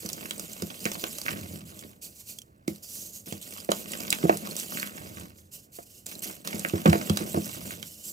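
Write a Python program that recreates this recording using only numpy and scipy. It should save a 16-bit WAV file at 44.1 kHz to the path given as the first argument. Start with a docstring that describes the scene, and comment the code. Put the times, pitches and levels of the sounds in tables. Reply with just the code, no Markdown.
"""Blocks of dry chalk crushed in two hands over a plastic tub, close to a stereo pair of microphones.
Blocks crack, snap and tick, pieces cave in inside the fist, and powder squeaks and hisses
between the fingers. Crumbs patter down, loose powder pours, and larger lumps thud onto the blocks
below and ring the tub. The place is a small, quiet room with a short echo."""
import sys
import numpy as np
from scipy import signal
from scipy.fft import rfft, irfft, next_fast_len
from scipy.io import wavfile
from scipy.ndimage import uniform_filter1d, map_coordinates

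SR = 44100
rng = np.random.default_rng(int(sys.argv[2]) if len(sys.argv) > 2 else 0)


def unload_wav(signal):
    """Save mono or channel-first audio to the path in sys.argv[1] as 16-bit WAV at rate SR, clipped to [-1, 1]."""
    wavfile.write(
        sys.argv[1],
        SR,
        np.round(np.clip(np.atleast_2d(signal).T, -1, 1) * 32767).astype(np.int16),
    )


N = 358091

# modes of the loaded tub: (frequency [Hz], width [Hz], gain [dB])
TUB_MODES = [(93.2, 23, 6), (166, 21.4, 7), (202.6, 8.4, 4), (325, 20.6, 2), (405, 8.3, -16),
             (686.6, 18, -2)]
# spectrum of shearing powder: (frequency [Hz], gain [dB])
POWDER_SPECTRUM = [(1500, -10.5), (2900, 3), (4700, 2.5), (6200, 3.5), (7400, 7.5), (9300, 1), (12500, 5),
                   (15500, 2), (16300, -41)]
# spectrum of the bright tick of hard chalk: (frequency [Hz], gain [dB])
TICK_SPECTRUM = [(1500, -35), (4000, -0.5), (7000, 2.5), (16000, -5)]
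# fingers slide over a whole block: (start [s], length [s], level [dB], lowest free mode [Hz])
FINGER_STROKES = [(2.011, 0.044, -38.5, 2410), (2.131, 0.1, -47.5, 2340), (2.253, 0.06, -40, 2400),
                  (2.82, 0.03, -38.5, 4600), (2.859, 0.135, -37.5, 5940), (2.993, 0.038, -34.5, 6300),
                  (3.115, 0.05, -39, 6600), (5.342, 0.083, -54, 3450), (5.509, 0.041, -41, 2880),
                  (5.715, 0.073, -44.5, 2380), (5.815, 0.22, -53, 2900), (7.771, 0.3, -46.5, 2940),
                  (8.02, 0.081, -38.5, 7360)]


def amp(db):
    """Decibels to gain."""
    return 10 ** (np.asarray(db) / 20)


def unit(x):
    """x at rms 1."""
    return x / np.sqrt(np.mean(x ** 2) + 1e-20)


def levelled(x, db, span_s):
    """x scaled so that its first span_s seconds have the given rms level."""
    return x * amp(db) / np.sqrt(np.mean(x[:int(span_s * SR)] ** 2))


def add(track, start_s, sound):
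    """Mix a sound into the track."""
    part = track[max(round(start_s * SR), 0):][:len(sound)]
    part += sound[:len(part)]


def along(points, hz):
    """(Hz, value) points read on a log axis."""
    knots, values = np.transpose(points)
    return np.interp(np.log(hz + 1), np.log(knots), values)


def hump(hz, centre_hz, octaves):
    """A bell on the log-frequency axis."""
    return np.exp(-.5 * (np.log2((hz + 1) / centre_hz) / octaves) ** 2)


def filtered(x, response):
    """x times a complex response of frequency."""
    n = x.shape[-1]
    size = next_fast_len(n + SR // 2, real=True)
    return irfft(rfft(x, size) * response(np.fft.rfftfreq(size, 1 / SR)), size)[..., :n]


def coloured(x, colour, size=8192):
    """x through a minimum-phase filter whose gain in dB is colour(Hz)."""
    cepstrum = irfft(np.log(amp(colour(np.fft.rfftfreq(size, 1 / SR)))))
    cepstrum[1:size // 2] *= 2
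    cepstrum[size // 2 + 1:] = 0
    return signal.oaconvolve(x, irfft(np.exp(rfft(cepstrum))))[:len(x)]


def modes(x, table):
    """The ring of a body with these resonances when x drives it."""
    return filtered(x, lambda hz: sum(
        amp(db) * 1j * hz * width / (centre ** 2 - hz ** 2 + 1j * hz * width)
        for centre, width, db in table))


def wobble(rate):
    """A smooth random curve, rate knots a second."""
    knots = rng.standard_normal(int(N * rate / SR) + 4)
    return map_coordinates(knots, [np.arange(N) * rate / SR])


def grains(rate, spread_db):
    """Random tiny impulses of widely differing size, rate a second."""
    present = rng.random(N) < rate / SR
    size_db = spread_db * np.clip(rng.standard_normal(N), -2, 2)
    return unit(present * np.sign(rng.standard_normal(N)) * amp(size_db))


def surges(rate, t60, spread_db):
    """Envelope of small collapses, rate a second: each starts at once and dies away."""
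    fade = amp(-60 * np.arange(SR // 8) / SR / t60)
    power = signal.fftconvolve(grains(rate, spread_db) ** 2, fade ** 2)[:N]
    return unit(np.sqrt(np.abs(power)))


def burst(t, t60, tail_db, tail_t60):
    """A sudden spray of micro-fractures with a weaker, longer trickle."""
    return rng.standard_normal(len(t)) * (amp(-60 * t / t60) + amp(tail_db - 60 * t / tail_t60))


def patchy(x, depth_db):
    """Shifting gaps between the fingers favour now one band, now another."""
    bands = signal.stft(x, nperseg=256)[2]
    gaps = uniform_filter1d(rng.standard_normal(bands.shape), size=4, axis=0)
    gaps = uniform_filter1d(gaps, size=6, axis=1)
    return unit(signal.istft(bands * amp(depth_db * unit(gaps)), nperseg=256)[1][:N])


def lingering(power, t60):
    """Loose grains spread a burst of activity over time: it trickles out."""
    arrivals = amp(-60 * np.arange(SR) / SR / t60) ** 2
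    return np.abs(signal.fftconvolve(power, arrivals / arrivals.sum())[:N])


def held(length, attack_s, release_t60, sag_db_per_s=3):
    """Envelope of a hand movement: it builds up, eases as the chalk gives and dies away."""
    t = np.arange(int((length + release_t60) * SR)) / SR
    release_db = -60 * np.maximum(t - length, 0) / release_t60
    return np.minimum(t / attack_s, 1) * amp(release_db - sag_db_per_s * t)


def stroke(length):
    """Envelope of a finger stroke: an arch, and the grains that keep rolling after it."""
    arch = np.abs(np.sin(np.linspace(0, np.pi, int(length * SR)))) ** 0.76
    return np.sqrt(lingering(arch ** 2, t60=0.32))[:SR // 2]


def room_tone():
    """The faint, low hush of the room."""
    # spectrum of the hush: (frequency [Hz], gain [dB])
    spectrum = [(30, 11.5), (90, 33), (1500, 9.5), (5000, -13)]
    return amp(-59) * unit(coloured(rng.standard_normal(N), lambda hz: along(spectrum, hz)))


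def room_echo(x):
    """The near walls return a diffuse tail to each microphone; the treble dies first."""
    # decay of the room: (frequency [Hz], t60 [s])
    decay = [(150, 0.16), (10000, 0.08)]
    hz, t, bands = signal.stft(rng.standard_normal((2, SR // 2)), SR, nperseg=256)
    tail = signal.istft(bands * amp(-60 * t / along(decay, hz)[:, None]), SR, nperseg=256)[1]
    return signal.fftconvolve(x[None], tail / np.linalg.norm(tail[0]), axes=1)[:, :N]


def microphones(x):
    """The close pair differs in phase and level through the middle range and agrees at both ends."""
    # phase across the pair: (frequency [Hz], left lead [rad])
    lead = [(0, 0), (430, -1.0), (860, -3.1), (1380, -3.4), (2330, -4.4), (3100, -8.2), (3960, -10.6),
            (4900, -12.6)]
    # balance of the pair: (frequency [Hz], left minus right [dB])
    balance = [(100, -1), (330, -3.5), (620, -7), (1100, 2), (1900, -4), (2900, -12), (5400, -3.5),
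               (7200, -8), (12500, 0)]

    def response(hz):
        turn = np.exp(.5j * np.interp(hz, *np.transpose(lead)))
        ratio = amp(along(balance, hz))
        return np.array([ratio * turn, 1 / turn]) * np.sqrt(2 / (1 + ratio ** 2))
    return filtered(x, response)


def pours():
    """Loose powder drops from an opening hand as a soft mass and sets the tub's low modes rumbling."""
    # a hand opens: (start [s], length [s], level [dB])
    openings = [(1.318, 0.31, -44), (4.995, 0.25, -48.5), (6.868, 0.1, -41), (7.173, 0.64, -47.5)]
    # spectrum of powder landing softly: (frequency [Hz], gain [dB])
    spectrum = [(40, -37), (85, -5.5), (300, -12), (900, -46)]
    flow = np.zeros(N)
    for start, length, db in openings:
        add(flow, start, (amp(db) * held(length, attack_s=0.013, release_t60=0.64)) ** 2)
    landings = coloured(grains(rate=590, spread_db=-3.5), lambda hz: along(spectrum, hz))
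    return np.sqrt(flow) * unit(landings + 0.5 * modes(landings, TUB_MODES))


def thuds():
    """A lump strikes with a short knock that sags in pitch as it crushes; the tub rings with it."""
    # lumps give way or land: (time [s], level before trim [dB], nominal pitch [Hz])
    lumps = [(0.047, -45.5, 232), (0.623, -36.5, 260), (0.857, -32.5, 422), (1.036, -39.5, 482),
             (1.848, -50, 245), (2.68, -31.5, 280), (3.27, -49, 217), (3.324, -42.5, 240),
             (3.69, -24.5, 481), (4.239, -26, 287), (4.252, -26, 350), (4.295, -16, 585),
             (5.787, -42.5, 627), (6.543, -39.5, 221), (6.65, -35, 510), (6.736, -28, 288),
             (6.857, -17, 449), (6.882, -26.5, 208), (6.886, -25, 112), (6.929, -22.5, 555),
             (6.952, -29, 407), (7.099, -27.5, 215), (7.208, -36, 370), (7.344, -29.5, 390),
             (7.372, -28, 310)]
    knock_t60, attack_s, trim_db = 0.04, 0.0012, -1.5
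    out, t = np.zeros(N), np.arange(SR // 4) / SR
    sag = 0.736 + 0.678 * np.exp(-t / 0.0071)
    envelope = amp(-60 * t / knock_t60) * (1 - np.exp(-t / attack_s))
    for start, db, pitch_hz in lumps:
        knock = np.sin(2 * np.pi * np.cumsum(pitch_hz * sag) / SR) * envelope
        spray = burst(t, t60=0.02, tail_db=-11, tail_t60=0.19)
        debris = coloured(spray, lambda hz: 60 * (hump(hz, pitch_hz, 2.69) - 1))
        add(out, start, levelled(unit(knock) + 1.3 * unit(debris), db + trim_db, span_s=0.019))
    low_cut = signal.butter(4, 70, "high", fs=SR, output="sos")  # deep bass is cut below 70 Hz
    return signal.sosfilt(low_cut, out + 2.71 * modes(out, TUB_MODES))


def handwork():
    """Envelopes of how strongly the hands shear powder, break off coarse bits and drop crumbs."""
    # a fist closes on broken chalk: (start [s], length [s], fine powder [dB], coarse bits [dB])
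    squeezes = [(0.0, 0.45, -44, -48.5), (0.487, 0.28, -45, -49.5), (0.8, 0.33, -40.5, -48.5),
                (1.144, 0.4, -45.5, -49.5), (1.255, 0.046, -42, -43.5), (1.651, 0.2, -49.5, -55),
                (2.675, 0.023, -46, -53.5), (3.257, 0.07, -42.5, -51.5), (3.412, 0.2, -44, -52.5),
                (3.702, 0.1, -40, -45.5), (3.877, 0.76, -42, -44), (4.563, 0.068, -36.5, -50),
                (4.702, 0.11, -37, -44), (4.935, 0.27, -48.5, -48.5), (6.058, 0.07, -43.5, -49),
                (6.22, 0.037, -36.5, -42.5), (6.447, 0.38, -43, -43.5), (6.862, 0.36, -41, -41),
                (7.259, 0.48, -41.5, -46)]
    shear, rub, bits = np.zeros((3, N))  # powers
    for start, length, powder_db, bits_db in squeezes:
        grip = held(length, attack_s=0.0031, release_t60=0.48)
        add(shear, start, (amp(powder_db) * grip) ** 2)
        add(bits, start, (amp(bits_db) * grip) ** 2)
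    for start, length, db, _ in FINGER_STROKES:
        add(rub, start, (amp(db) * stroke(length)) ** 2)
    dust = amp(-78) ** 2  # keeps sifting off the hands
    scraped = rub * amp(-24.5) ** 2
    dropped = bits * amp(2) ** 2 + rub * amp(-15) ** 2
    fall = lingering(dropped + dust, t60=0.34)
    return np.sqrt([shear + dust, bits + scraped + dust, fall])


def crumbs(crackle, bits, fall):
    """Coarser bits break off in short, crisp clumps and patter lightly into the tub."""
    # spectrum of bits breaking off: (frequency [Hz], gain [dB])
    break_spectrum = [(300, -20), (700, -2.5), (1200, -4), (2050, -3), (6000, -14), (12000, -51)]
    # spectrum of crumbs landing: (frequency [Hz], gain [dB])
    landing_spectrum = [(40, -56.5), (90, -10), (230, 4.5), (700, -2.5), (3000, -32)]
    clumps = surges(rate=30, t60=0.018, spread_db=4.5)
    breaks = grains(rate=6500, spread_db=3) * np.hypot(1, 0.7 * crackle + 1.7 * clumps)
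    crumble = patchy(coloured(breaks, lambda hz: along(break_spectrum, hz)), depth_db=2)
    landings = coloured(grains(rate=260, spread_db=3), lambda hz: along(landing_spectrum, hz))
    patter = unit(landings + 0.79 * modes(landings, TUB_MODES))
    return crumble * bits + patter * fall


def rubs():
    """A block rings hollow under fingers that catch and slip; its modes wander as the grip shifts."""
    # modes of a rubbed block: (ratio to the lowest mode, gain [dB])
    block_modes = [(1, 3), (1.84, -2)]
    width_hz, drift, skin_db = 190, 0.022, -23
    out, n = np.zeros(N), SR // 2
    for start, length, db, pitch_hz in FINGER_STROKES:
        grit = coloured(rng.standard_normal(n),
                        lambda hz: along(POWDER_SPECTRUM, hz) - 9 * hump(hz, 2040, 0.68))
        ring = modes(grit, [(pitch_hz * ratio, width_hz, gain) for ratio, gain in block_modes])
        ring = map_coordinates(ring, [np.cumsum(1 + drift * wobble(20)[:n])])
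        skin_drag = unit(coloured(rng.standard_normal(n), lambda hz: 40 * hump(hz, 1100, 1.5)))
        add(out, start, amp(db) * stroke(length) * (unit(grit + 2 * ring) + amp(skin_db) * skin_drag))
    return out * amp(2 * wobble(60))


def pitched_ticks():
    """Light cracks and clinks: a gritty tick and a short ring that the soft chalk soon damps."""
    # small pitched ticks of chalk: (time [s], level [dB], pitch [Hz])
    ticks = [(0.38, -39, 8100), (0.532, -38.5, 7400), (0.805, -43, 4800), (0.945, -37, 4350),
             (1.7916, -42, 3400), (2.387, -37, 3360), (2.418, -45, 3150), (4.511, -37, 4340),
             (4.798, -32, 4410), (6.1536, -41.5, 4060), (6.192, -39, 7550), (7.061, -49, 5200)]
    # modes of a piece: (ratio to its pitch, mean level [dB])
    piece_modes = [(1, 0), (1.85, -12)]
    ring_t60, scatter_db = 0.028, 3.9
    out, t = np.zeros(N), np.arange(SR // 6) / SR
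    for start, db, pitch_hz in ticks:
        ring = sum(amp(level + rng.normal(0, scatter_db)) * np.sin(2 * np.pi * pitch_hz * ratio * t)
                   for ratio, level in piece_modes)
        grit = burst(t, t60=0.012, tail_db=-20, tail_t60=0.08)
        tick = coloured(grit, lambda hz: along(TICK_SPECTRUM, hz))
        add(out, start, levelled(ring * amp(-60 * t / ring_t60) + tick, db, span_s=0.0072))
    return out


def powder(crackle, squeeze):
    """Countless fine grains shear past each other, flaring with each small collapse."""
    shear = grains(rate=22000, spread_db=3.5) * amp(1.4 * wobble(60)) * np.hypot(1, 0.67 * crackle)
    return squeeze * patchy(coloured(shear, lambda hz: along(POWDER_SPECTRUM, hz)), depth_db=3.0)


def crunches():
    """The fist muffles a collapse to a hollow pop, and a run of smaller pops grinds on after it."""
    # a piece caves in deep inside the fist: (time [s], first pop [dB], t60 of the grit [s])
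    collapses = [(0.2564, -35.5, 0.046), (0.863, -25, 0.14), (1.264, -27.5, 0.17), (1.283, -23, 0.36),
                 (4.773, -28.5, 0.78), (4.8298, -25.5, 0.0534), (5.172, -39, 0.047), (6.6495, -23, 0.13),
                 (6.868, -26, 0.4), (7.7077, -34.5, 0.05)]
    hollow_hz, slips_per_s, grit_db = 1775, 650, -12.5
    out, t = np.zeros(N), np.arange(SR // 4) / SR
    hollow = lambda hz: 34 * (hump(hz, hollow_hz, 0.83) - 1)
    for start, db, t60 in collapses:
        pop = coloured(signal.unit_impulse(len(t)), hollow)
        slips = (rng.random(len(t)) < slips_per_s / SR) * rng.standard_normal(len(t))
        grit = unit(coloured(slips, hollow)) * amp(db + grit_db - 60 * t / t60)
        add(out, start, levelled(pop, db, span_s=0.0039) + grit)
    return out


def cracks():
    """A fracture runs through in a few ms, coloured by the piece it frees and by the cupped hand."""
    # blocks break: (time [s], low snap [dB], bright tick [dB], ring of the piece [Hz])
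    fractures = [(0.0606, -60, -34.5, 5400), (0.0897, -60, -32.5, 5100), (0.131, -70, -31.5, 5450),
                 (0.309, -32.5, -33.5, 3300), (0.396, -42.5, -32.5, 7700), (0.6213, -40.5, -34, 5040),
                 (0.8545, -29, -29.5, 2290), (0.9166, -36, -33.5, 6500), (1.0398, -30.5, -34, 2300),
                 (1.1845, -42, -34.5, 6200), (1.2153, -45, -33.5, 4750), (2.6788, -38, -35, 2170),
                 (3.325, -39, -38, 7400), (3.7175, -22, -26, 5920), (4.004, -51, -35, 4960),
                 (4.1042, -55.5, -20.5, 7500), (4.127, -22.5, -25.5, 2630), (4.3714, -46, -32.5, 10300),
                 (4.566, -65, -30.5, 7540), (4.599, -54.5, -31, 7040), (6.0653, -48, -34.5, 6500),
                 (6.474, -35.5, -29.5, 4320), (6.5945, -70, -31.5, 7450), (6.8592, -27.5, -35, 1080),
                 (6.9305, -25, -34.5, 1900), (7.0972, -29, -29.5, 3280), (7.172, -30, -27, 5040),
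                 (7.828, -37.5, -39, 3060)]
    # spectrum of the low snap: (frequency [Hz], gain [dB])
    snap_spectrum = [(60, -11), (200, -6.5), (900, 7), (2200, 0), (4000, -1), (9000, -64.5)]
    out, t = np.zeros(N), np.arange(SR // 8) / SR
    for start, snap_db, tick_db, ring_hz in fractures:
        spacing_hz = 850 * np.exp(rng.normal(0, 0.15))  # between the resonances of the hand
        hand_db = lambda hz: 3 * np.cos(2 * np.pi * (hz - ring_hz) / spacing_hz) * hump(hz, ring_hz, 1)
        ring_db = lambda hz: 7 * hump(hz, ring_hz, 0.25) + hand_db(hz)
        snap = coloured(burst(t, t60=0.011, tail_db=-23, tail_t60=0.13),
                        lambda hz: along(snap_spectrum, hz) + ring_db(hz))
        tick = coloured(burst(t, t60=0.011, tail_db=-27, tail_t60=0.31),
                        lambda hz: along(TICK_SPECTRUM, hz) + ring_db(hz))
        add(out, start, levelled(snap, snap_db, span_s=0.012) + levelled(tick, tick_db, span_s=0.007))
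    return out


def scene():
    """Chalk close to the microphones, over the faint hush and echo of the room."""
    squeeze, bits, fall = handwork()
    crackle = surges(rate=90, t60=0.015, spread_db=4.5)  # powder and crumbs flare together
    fine = powder(crackle, squeeze) + rubs() + pitched_ticks()
    coarse = crumbs(crackle, bits, fall) + cracks() + crunches()
    lumps = thuds() + pours()
    direct = microphones(fine + coarse + lumps + room_tone())
    return direct + room_echo(amp(-25) * fine + amp(-9.5) * coarse + amp(-19) * lumps)


def record(dry):
    """Peaks clip at full scale, then everything above 16.3 kHz is cut."""
    return filtered(np.clip(dry, -1, 1), lambda hz: hz < 16300)


dry = scene()
out = record(dry)
unload_wav(out)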